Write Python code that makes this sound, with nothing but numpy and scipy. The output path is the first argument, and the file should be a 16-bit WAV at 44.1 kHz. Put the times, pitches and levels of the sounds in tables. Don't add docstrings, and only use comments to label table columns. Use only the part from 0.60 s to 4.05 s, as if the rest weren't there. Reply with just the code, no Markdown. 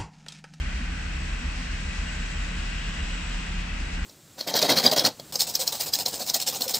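import sys
import numpy as np
from scipy import signal
from scipy.fft import rfft, irfft, next_fast_len
from scipy.io import wavfile
from scipy.ndimage import uniform_filter1d

SR = 44100
rng = np.random.default_rng(int(sys.argv[2]) if len(sys.argv) > 2 else 0)


def generate_wav(sig):
    pcm = np.round(np.clip(np.atleast_2d(sig).T, -1, 1) * 32767).astype(np.int16)
    wavfile.write(sys.argv[1], SR, pcm)


def boost(x):
    u = np.asarray(x, float) / 20
    return 10 ** u


N = 152145


def curve(rows, col):
    rows = np.array(rows, float)
    return np.interp(np.arange(N) / SR, rows[:, 0], rows[:, col])


def at(rows, hz, edge=None):
    rows = np.array(rows, float)
    return np.interp(np.log(hz), np.log(rows[:, 0]), rows[:, 1], edge, edge)


def walk(rate):
    hold = int(SR / rate)
    steps = np.repeat(rng.standard_normal(N // hold + 1), hold)
    return 1.3 * uniform_filter1d(uniform_filter1d(steps, hold), hold)[:N]


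def tone(hz, db):
    phase = 2 * np.pi * (np.cumsum(hz) / SR + rng.random())
    return np.sqrt(2) * boost(db) * np.sin(phase)


def mid_rms(pair):
    return np.sqrt(np.mean(pair.mean(0) ** 2))


def ports(gain, lean_db):
    # f/Hz, side minus mid level/dB
    width = [(40, -33), (70, -25), (110, -14), (330, -7.5), (600, 4.5), (1000, 2.5), (1500, -5), (3200, -2),
             (8500, -0.5)]
    # f/Hz, left minus right level/dB
    diffuse_lean = [(300, 0.5), (750, -1.5), (1100, -1), (2000, -3), (2600, 4), (5000, 4), (7800, 2.5),
                    (10000, -1.5)]
    # f/Hz, phase by which the left port leads/rad
    lag = [(100, 0.092), (260, 0.25), (420, 0.27), (1500, 0.02), (2100, 1.23), (2800, 0.77), (4600, 0.97),
           (7600, 0.3)]
    size = next_fast_len(N)
    hz = np.maximum(np.arange(size // 2 + 1) * SR / size, 1)
    mid, side = rfft(rng.standard_normal((2, size))) * gain(hz)
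    ring_side_db = -7
    side = side * boost(at(width, hz) + (0 if lean_db is None else ring_side_db))
    left_right_db = at(diffuse_lean, hz) if lean_db is None else lean_db
    lean = boost(left_right_db / 2) * np.exp(.5j * at(lag, hz))
    return np.array([(mid + side) * lean, (mid - side) / lean]), hz, size


def air(colour, db, throb_db, per_octave=2):
    swell_db, flicker_db = .1, .35
    pair, hz, size = ports(lambda f: boost(at(colour, f, -91)), None)
    place = np.log2(hz) * per_octave
    shared = swell_db * walk(0.24) + throb_db * walk(30.1)
    first = int(np.log2(colour[0][0]) * per_octave)
    last = int(np.log2(colour[-1][0]) * per_octave) + 1
    out = 0
    for k in range(first, last + 1):
        triangle = np.clip(1 - np.abs(place - k), 0, 1)
        band = irfft(pair * triangle, size)[:, :N]
        out = out + band * boost(shared + flicker_db * walk(9.1))
    return out * boost(db) / mid_rms(out)


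def ring(centre_hz, width_hz, db, lean_db, wander_db):
    pair, hz, size = ports(lambda f: 1 / (1 + (2 * (f - centre_hz) / width_hz) ** 2) ** 1.44, lean_db)
    out = irfft(pair, size)[:, :N]
    return out * boost(db + wander_db * walk(4.06)) / mid_rms(out)


def engine(shaft_hz, orders):
    speed = shaft_hz * (1 + 0.0029 * walk(2.05))
    t = (np.arange(N) - N / 2) / SR
    return sum(tone(k * speed, db + wander * walk(2.5) + growth * t) for k, db, wander, growth in orders)


def engines():
    slow_orders = [(6, -47, 1.2, 2.5), (8, -49, 1.5, 5), (9, -33, .7, 0), (10, -53, 2, 1),
                   (12, -50, 2.5, -2)]
    fast_orders = [(8, -52, 2.2, 0), (10, -47, 2.5, 0), (18, -52, 1.4, 0)]
    return engine(4.425, slow_orders) + engine(7.5, fast_orders)


def bursts(rows, spread_s):
    t = np.arange(N) / SR
    power = sum(boost(db) ** 2 * np.exp(-((t - s) / spread_s) ** 2) for s, db, _ in rows)
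    rough_pitch = curve(rows, 2) * (1 + .022 * walk(12.08))
    return np.sqrt(power) * tone(rough_pitch, 0)


def exhaust():
    # t/s, peak level/dB, pipe f/Hz
    chugs = [(.025, -29.5, 70), (.09, -37, 68.5), (.169, -29.5, 63.6), (.24, -38, 65.8), (.341, -31, 67.66),
             (.461, -32.5, 69.7), (.569, -32, 70.3), (.641, -32, 68.64), (.739, -29.5, 68),
             (.859, -29.5, 63.5), (.981, -36, 66.1), (1.099, -34, 63.03), (1.17, -41, 66),
             (1.28, -34.5, 70.33), (1.387, -31.5, 68.27), (1.549, -33, 68.5), (1.631, -39, 65.9),
             (1.704, -39, 74), (1.78, -33, 69.86), (1.864, -40, 68.04), (1.994, -33.5, 65),
             (2.147, -37.5, 69.9), (2.283, -38, 66), (2.419, -32, 69.96), (2.645, -37, 68),
             (2.726, -41.5, 69), (2.908, -33.5, 72.04), (3.0, -43, 70.17), (3.123, -35.5, 72),
             (3.229, -36, 67.95), (3.313, -36.5, 70), (3.44, -31.5, 67.6)]
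    # t/s, peak level/dB, f/Hz
    knocks = [(.22, -41, 242), (.37, -48, 240.4), (.48, -47, 243), (.84, -40, 243), (1.0, -43, 253.7),
              (1.45, -44.5, 245.7), (1.5, -52, 238), (1.62, -46, 241.3), (2.29, -46, 240), (2.37, -50, 243),
              (2.59, -47, 249.6), (3.25, -51.5, 256.9), (3.39, -47, 245)]
    # t/s, level/dB
    boom = [
        (0, -35),
        (1.0, -37),
        (2.0, -48.5),
        (3.45, -40),
    ]
    # f/Hz, bandwidth/Hz, level/dB, left minus right/dB
    ground = [(28, 16, -48, 0), (49, 14, -49, 0), (290, 60, -59, 0)]
    pulses = bursts(chugs, .028) + bursts(knocks, .016)
    pipe_rumble = ring(67, 30, -7, 0, .3) * boost(curve(boom, 1))
    return pulses + pipe_rumble + sum(ring(*row, wander_db=2.0) for row in ground)


def fan():
    # t/s, f/Hz, level/dB
    hum = [(0.0, 169, -65), (0.03, 170.3, -46), (0.44, 172.4, -45.5), (0.79, 182, -49),
           (1.55, 175.8, -43.5), (1.82, 175.7, -47), (1.93, 175.8, -40.5), (2.07, 184.8, -49.5),
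           (2.17, 162, -44.5), (2.39, 173, -43), (3.42, 176.9, -42.5), (3.45, 178.7, -50)]
    return tone(curve(hum, 1) * (1 + 0.009 * walk(14)), curve(hum, 2) - .4 + 1.0 * walk(11.1))


def rumble():
    # f/Hz, spectral density/(dB per Hz)
    rumble_colour = [(18, -17), (40, 0.5), (60, 0), (88, -8.5), (110, -9.5), (160, -6), (250, -12.5),
                     (400, -23)]
    return air(rumble_colour, -39.5, 0.19)


def body():
    # f/Hz, bandwidth/Hz, level/dB, left minus right/dB
    modes = [(199.9, 9.5, -53.5, -4), (243, 35, -56.5, 2), (1543, 224, -51.5, 4.5), (1656, 21, -61, 5),
             (1956, 92, -53.5, 8), (2114, 99, -61.5, -2), (2557, 190, -52.5, 12), (3185, 58, -61, -13),
             (3850, 130, -63, -24)]
    # f/Hz, spectral density/(dB per Hz)
    roar_colour = [(220, -34), (380, -17.5), (442, -4), (495, -8.5), (878, -7), (1600, -2), (1740, -1),
                   (2740, -1.5), (3600, -13.5), (4680, -49.5), (7920, -120)]
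    return sum(ring(*row, wander_db=1.56) for row in modes) + air(roar_colour, -41.5, 0.15)


def hiss():
    # f/Hz, spectral density/(dB per Hz)
    hiss_colour = [(3000, -26), (3400, -6.5), (4200, -4), (6400, -8.5), (7900, -12), (9300, -19.5),
                   (10100, -31), (15600, -43)]
    return air(hiss_colour, -49, .8)


def turbo():
    # f/Hz, bandwidth/Hz, level/dB, left minus right/dB
    whistles = [(2830, 66, -55.5, 3), (3910, 110, -68, 3), (5530, 790, -63, 3), (6830, 210, -67, 2),
                (7340, 320, -64.5, 2), (7800, 370, -60, 1.4)]
    return sum(ring(*row, wander_db=1.5) for row in whistles)


def flow_swing():
    # t/s, level/dB
    flow = [
        (0.0, -45),
        (1.6, -42.5),
        (2.28, -43),
        (2.54, -42.5),
        (2.85, -43),
        (3.1, -44),
        (3.45, -43.5),
    ]
    level = curve(flow, 1)
    return level - np.mean(level)


def wheels():
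    # t/s, level/dB
    passing = [
        (0, -70),
        (.7, -58),
        (1.3, -55),
        (1.9, -52.5),
        (2.25, -46.5),
        (2.5, -49),
        (2.75, -50),
        (3.1, -50),
        (3.45, -62),
    ]
    return ring(3070, 1600, 0, 4.8, .3) * boost(curve(passing, 1))


def ticks():
    # t/s, level/dB
    contacts = [
        (1.1511, -67),
        (1.5289, -60),
        (1.5858, -64),
        (1.8257, -70),
        (2.6943, -66),
        (3.1313, -67),
    ]
    decay_ms, trim_db = 3, -1
    t, shape = np.arange(N) / SR, np.zeros(N)
    for s, db in contacts:
        shape += boost(db + trim_db) * (t >= s) * np.exp(-np.maximum(t - s, 0) * 1000 / decay_ms)
    bright = signal.butter(2, 9000, "high", fs=SR, output="sos")
    return signal.sosfilt(bright, rng.standard_normal((2, N)) * shape)


def scene():
    flow = flow_swing()
    low = engines() + exhaust() + fan() + rumble()
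    middle = body() * boost(.5 * flow)
    treble = hiss() * boost(1.0 * flow) + turbo() * boost(4.1 * flow)
    return low + middle + treble + wheels() + ticks()


def low_pass(x):
    return signal.sosfilt(signal.butter(12, 15200, fs=SR, output="sos"), x)


def record(dry):
    return low_pass(dry)


dry = scene()
out = record(dry)
generate_wav(out)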